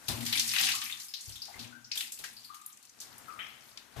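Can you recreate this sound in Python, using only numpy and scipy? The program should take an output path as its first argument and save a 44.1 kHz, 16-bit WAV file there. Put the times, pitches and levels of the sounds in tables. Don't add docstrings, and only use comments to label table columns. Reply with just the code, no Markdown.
import sys
import numpy as np
from scipy import signal
from scipy.fft import rfft, irfft, next_fast_len
from scipy.io import wavfile
from scipy.ndimage import uniform_filter1d

SR = 44100
rng = np.random.default_rng(int(sys.argv[2]) if len(sys.argv) > 2 else 0)


def master(y):
    cut = np.clip(np.atleast_2d(y).T, -1, 1)
    pcm = np.round(cut * 32767)
    wavfile.write(sys.argv[1], SR, pcm.astype(np.int16))


N = 176400
T = np.arange(SR) / SR

# time_s, level_db
FLOW = [(0, -55), (.07, -52.5), (.11, -42), (.23, -44), (.3, -39), (.45, -34), (.52, -32), (.6, -32.5),
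        (.69, -33), (.78, -41.5), (.9, -42.5), (1.11, -55), (1.27, -51), (1.5, -57.5), (1.62, -50),
        (1.72, -61.5), (1.9, -64), (1.98, -43.5), (2.16, -55.5), (2.3, -54), (2.45, -58), (2.8, -62.5),
        (3.1, -60), (3.6, -58), (3.9, -64)]

CLOSE = dict(direct_db=-17, early_t60=0.028, tail_db=-13.5, tail_t60=0.27)
NEAR = dict(direct_db=-19, early_t60=0.058, tail_db=-4, tail_t60=0.29)
FAR = dict(direct_db=-10.5, early_t60=0.058, tail_db=-1, tail_t60=0.61)


def amp(db):
    return 10 ** (np.asarray(db) / 20)


def unit(x):
    return x / np.sqrt(np.mean(x ** 2) + 1e-20)


def struck(x):
    power = uniform_filter1d(np.mean(x ** 2, 0), size=882, mode="constant")
    return x / np.sqrt(power.max() + 1e-20)


def along(points, hz):
    f, v = np.transpose(points)
    return np.interp(np.log(hz + 1), np.log(f + 1), v)


def level(rows):
    return amp(np.interp(np.arange(N) / SR, *np.transpose(rows)))


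def filtered(x, response):
    n = x.shape[-1]
    m = next_fast_len(n + 4096)
    return irfft(rfft(x, m) * response(np.fft.rfftfreq(m, 1 / SR)), m)[..., :n]


def coloured(x, spectrum):
    return unit(filtered(x, lambda f: amp(along(spectrum, f))))


def ring(x, hz, q):
    return filtered(x, lambda f: (1j * f * hz / q / (hz * hz - f * f + 1j * f * hz / q)) ** 2)


def add(out, start_s, x):
    i = max(0, round(start_s * SR))
    out[:, i:i + x.shape[1]] += x[:, :max(0, N - i)]


def noise(n, centre):
    white = rng.standard_normal((3, n))
    return white[:2] + centre * white[2]


def walls(direct_db, early_t60, tail_db, tail_t60):
    t = T[:SR // 2]
    spikes = np.abs(rng.standard_normal(len(t)))
    early = unit(noise(len(t), centre=0.5)) * spikes * amp(-60 * t / early_t60)
    tail = rng.standard_normal(early.shape) * amp(tail_db - 60 * t / tail_t60)
    path = (early + tail) * (1 - np.exp(-t / 0.0003))
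    path /= np.linalg.norm(path, axis=1, keepdims=True)
    path[:, 0] += amp(direct_db)
    return np.array([path[0], np.pad(path[1], (13, 0))[:len(t)]])


def steps():
    # start_s, thud_db, thud_t60_s, boom_db, scuff_db
    footfalls = [(.082, -35.5, 0.38, -32.5, -38.5), (.31, -62, 0.15, -49, -47.5), (.58, -80, 0.3, -48, -54),
                 (1.275, -45, 0.26, -62.5, -61.5), (1.551, -51, 0.33, -46, -53.5),
                 (1.961, -84, .3, -66, -57), (2.189, -83.5, 0.23, -60, -55), (3.961, -42, 0.49, -42, -43.5)]
    # freq_hz, gain_db
    thud_eq = [(25, -30), (38, -9), (52, 10.5), (100, 17), (170, -1), (210, -4.5), (310, -15.5),
               (420, -18.5), (900, -50)]
    # freq_hz, gain_db
    scuff_eq = [(150, -8), (330, -3.5), (480, -8), (800, -2), (1400, -11), (3000, -13), (9000, -24.5)]
    # pitch_hz, gain_db, t60_s
    air_modes = [(117.9, -3, 0.87), (161.3, -13, 0.89), (209, -29, .9), (237.1, -5, 1.09),
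                 (265.2, -9, 0.76), (318, -16, 1.13)]
    attack_s, scuff_t60, width_hz = 0.0038, 0.65, 15
    out, attack = np.zeros((2, N)), 1 - np.exp(-T / attack_s)
    for start_s, thud_db, thud_t60, boom_db, scuff_db in footfalls:
        thud = coloured(noise(SR, centre=1.4), thud_eq) * amp(thud_db - 60 * T / thud_t60)
        scuff = coloured(noise(SR, centre=1.0), scuff_eq) * amp(scuff_db - 60 * T / scuff_t60)
        air = noise(SR, centre=2.3)
        boom = sum(unit(ring(air, hz, hz / width_hz)) * amp(boom_db + db - 60 * T / t60)
                   for hz, db, t60 in air_modes)
        add(out, start_s, attack * (thud + scuff + boom))
    return out


def splashes():
    # start_s, pitch_hz, q, pocket_db, spray_db
    impacts = [(.083, 4400, 1.3, -33, -31), (.206, 3850, 1.1, -43.5, -42.5), (0.253, 5700, 1.1, -47, -41),
               (.263, 4200, 0.63, -35.5, -38), (0.326, 3570, 1.12, -28, -35),
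               (0.354, 2280, 3.7, -35, -38.5), (.373, 3800, 1.86, -30.5, -57),
               (.396, 4960, 0.89, -33.5, -39), (0.535, 2660, 0.77, -33.5, -36),
               (.561, 2400, 0.83, -30, -65), (.584, 3200, 1.3, -28, -52), (0.603, 2520, 0.58, -33.5, -44),
               (0.627, 3600, 1.04, -31.5, -44), (0.635, 3180, 0.74, -29.5, -42),
               (.668, 2630, 1.4, -31, -50.5), (0.687, 2860, 0.86, -29, -43),
               (0.717, 4000, 0.97, -31.5, -48), (0.751, 5000, 0.55, -35.5, -62),
               (0.816, 3160, 0.81, -36, -51), (.838, 12400, 2.4, -41.5, -55), (0.859, 2270, 3, -44, -58),
               (.897, 2600, 1.16, -41, -45), (0.999, 6500, 1.8, -50, -45), (1.044, 8800, 1.25, -59, -47.5),
               (1.083, 5196, 6.7, -50, -49), (1.138, 4440, 2, -36.5, -46), (1.208, 7200, 1.4, -46.5, -61),
               (1.257, 6000, 2, -49.5, -58), (1.294, 8750, 1.3, -48, -67), (1.322, 5200, 3.5, -49, -72),
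               (1.356, 3610, 4.6, -47, -49.5), (1.419, 4886, 3.7, -39.5, -49), (1.453, 4870, 1, -48, -74),
               (1.538, 2096, 6.4, -52, -75.5), (1.592, 4270, 1.39, -43.5, -59),
               (1.643, 2640, 1.4, -50, -67), (1.845, 5440, 3.8, -50.5, -71.5), (1.916, 4780, 3.2, -34, -74),
               (1.914, 2540, 2.65, -44.5, -74), (1.955, 3440, 0.66, -41.5, -40.5),
               (1.974, 3602, 6.2, -35, -34.5), (2.007, 2760, 2.6, -41, -38.5),
               (2.12, 7900, 3.7, -46.5, -41), (2.189, 4800, 0.81, -53, -44.5), (2.238, 1740, 1.9, -44, -52),
               (2.24, 4330, 0.64, -41, -68.5), (2.367, 4600, 6.4, -48.5, -55.5),
               (2.445, 4620, 4.9, -49, -51.5), (2.544, 5440, 0.29, -50, -67), (3.002, 6940, 1.62, -47, -49),
               (3.013, 5100, 1.8, -49, -48)]
    out = np.zeros((2, N))
    for start_s, hz, q, pocket_db, spray_db in impacts:
        path = walls(**NEAR)
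        pocket = amp(pocket_db) * struck(ring(path, hz, q))
        spray = amp(spray_db) * struck(ring(path, hz=9500, q=0.47))
        add(out, start_s, pocket + spray)
    return out


def ticks():
    # start_s, pitch_hz, q, level_db
    snaps = [(0.396, 4700, 1.1, -27), (0.924, 3530, 5.6, -37.5), (1.481, 784, 4.8, -51),
             (2.007, 3230, 1.44, -35), (2.614, 7600, 1.8, -56), (2.662, 11200, 1.6, -42),
             (2.728, 7500, 3, -55), (2.772, 7650, 1.3, -56.5), (2.827, 7100, 0.88, -57.5),
             (2.852, 6620, 0.84, -57), (2.894, 6000, 2, -56.5), (3.181, 10900, .94, -50),
             (3.774, 3704, .94, -45)]
    out = np.zeros((2, N))
    for start_s, hz, q, db in snaps:
        add(out, start_s, amp(db) * struck(ring(walls(**CLOSE), hz, q)))
    return out


def trickle():
    # freq_hz, gain_db
    fizz_eq = [(300, -21), (600, -34), (780, -19), (1100, -49), (1500, -14), (2000, 1), (3300, 2),
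               (5300, 4), (7000, 3), (10000, 3), (14500, -2)]
    bubbles_per_s, spots, median_hz, t60_cycles = 380, 6, 5140, 9
    count = int(bubbles_per_s * N / SR / spots)
    bubbles, t = np.zeros((2, N)), T[:400]
    for _ in range(spots):
        when, pitch, size = rng.random((count, 3)).T
        hz = np.clip(median_hz * (pitch / (1 - pitch)) ** 0.36, 900, 15000)[:, None]
        gain = amp(5.5 * np.minimum(-np.log(1 - size), 3))[:, None]
        pings = gain * np.sin(2 * np.pi * hz * t) * amp(-60 * hz * t / t60_cycles) * np.sqrt(hz)
        at = (when * N).astype(int)[:, None] + np.arange(len(t))
        stream = np.bincount(at.ravel(), pings.ravel(), N)[:N]
        bubbles += signal.fftconvolve(stream[None], walls(**NEAR), axes=1)[:, :N]
    bubbles = coloured(bubbles, [(500, -50), (1000, -17), (2000, 2), (5000, 2), (14000, 7.5)])
    hiss = signal.stft(rng.standard_normal((2, N)), nperseg=256)[2]
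    patches = uniform_filter1d(rng.standard_normal(hiss.shape[1:]), size=5, axis=0)
    patches = unit(uniform_filter1d(patches, size=9, axis=1))
    fizz = signal.istft(hiss * amp(1.4 * patches), nperseg=256)[1][:, :N]
    return level(FLOW) * (amp(-3) * bubbles + amp(-4.5) * coloured(fizz, fizz_eq))


def crackle():
    drops_per_s, median_hz = 60, 4900
    out, flow = np.zeros((2, N)), level(FLOW)
    count = int(drops_per_s * N / SR)
    for when, detune, softness in zip(rng.random(count), rng.standard_normal(count), rng.random(count)):
        path = walls(**CLOSE)[:, :SR // 8]
        snap = struck(ring(path, median_hz * np.exp(0.29 * detune), q=3.2))
        add(out, when * N / SR, flow[int(when * N)] * amp(-2 - 10 * softness) * snap)
    return out


def plops():
    # start_s, start_hz, end_hz, life_s, plop_db, note_db
    drips = [(.56, 758, 800, 0.016, -55, -54.5), (.635, 753, 790, 0.013, -54, -60),
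             (0.74, 1180, 1206, 0.0043, -45.5, -52), (1.725, 1470, 1560, 0.0079, -52.5, -70),
             (2.493, 1210, 1204, 0.0049, -49, -50), (3.282, 1237, 1280, 0.0082, -45.5, -60),
             (3.324, 1210, 1330, 0.0037, -54, -59), (3.391, 1520, 3600, 0.0017, -41, -62),
             (3.396, 2900, 3340, 0.0111, -42, -60)]
    note_attack_s, note_t60 = 0.012, 0.62
    note_envelope = (1 - np.exp(-T / note_attack_s)) * amp(-60 * T / note_t60)
    out = np.zeros((2, N))
    for start_s, start_hz, end_hz, life_s, plop_db, note_db in drips:
        age = T[:SR // 5] / life_s
        pitch = start_hz * (end_hz / start_hz) ** np.minimum(age, 1)
        envelope = (1 - np.exp(-6 * age)) * np.exp(-1.6 * age * age)
        bubble = np.sin(2 * np.pi * np.cumsum(pitch) / SR) * envelope
        plop = signal.fftconvolve(bubble[None], walls(**FAR), axes=1)
        add(out, start_s, amp(plop_db) * struck(plop))
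        note = np.sin(2 * np.pi * (end_hz * T + rng.random((2, 1)))) * note_envelope
        add(out, start_s, amp(note_db) * struck(note))
    return out


def rumble():
    # time_s, level_db
    swell = [(0, -55.5), (.3, -52), (.9, -58.5), (1.15, -65.5), (1.45, -62), (1.6, -53.5), (1.85, -66.5),
             (2.25, -65), (2.5, -64.5), (2.9, -68), (3.05, -57), (3.3, -54.5), (3.6, -60), (3.88, -60),
             (4, -55)]
    # freq_hz, gain_db
    rumble_eq = [(25, -18), (55, -9), (120, -0.5), (170, -6.5), (220, 2), (330, -4.5), (500, -6.5),
                 (800, -3.5), (1600, -3), (3000, -11), (8000, -16), (14000, -19.5)]
    return level(swell) * coloured(noise(N, centre=0.73), rumble_eq)


def ringing(f):
    # pitch_hz, gain_db
    ringing_pitches = [(1587, -4), (1800, -2), (1901, -3), (2567, -1), (2603, -1), (2924, -2)]
    width_hz = 10
    damping = 1j * f * width_hz
    return 1 + sum(amp(db) * damping / (hz * hz - f * f + damping) for hz, db in ringing_pitches)


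def lean_left(f):
    # freq_hz, left_over_right_db
    balance = [(60, 8.5), (200, 18.5), (700, 17), (1300, 18.5), (2400, 8), (4400, 7.5), (8000, 0),
               (15000, 5.5)]
    gains = amp(along(balance, f) * np.array([[0.5], [-0.5]]))
    return gains / np.sqrt(np.mean(gains ** 2, 0))


def dipped(x):
    # start_s, end_s
    dips = [(.27, 0.88), (.87, 1.21), (1.33, 1.45), (1.99, 2.11), (2.47, 2.75)]
    centre_hz, half_width_octaves, depth_db = 529, 0.357, -23.5
    t = np.arange(N) / SR
    gate = sum(1.0 * ((t > start_s) & (t < end_s)) for start_s, end_s in dips)
    band = lambda f: np.exp(-(np.log2((f + 1) / centre_hz) / half_width_octaves) ** 4)
    scooped = filtered(x, lambda f: amp(depth_db * band(f)))
    return x + uniform_filter1d(gate, size=1500) * (scooped - x)


def scene():
    water = filtered(splashes() + ticks() + trickle() + crackle(), ringing)
    return filtered(water + plops() + steps() + rumble(), lean_left)


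def record(dry):
    cutoff_hz = 14480
    return filtered(dipped(dry), lambda f: 1 / np.sqrt(1 + (f / cutoff_hz) ** 260))


dry = scene()
out = record(dry)
master(out)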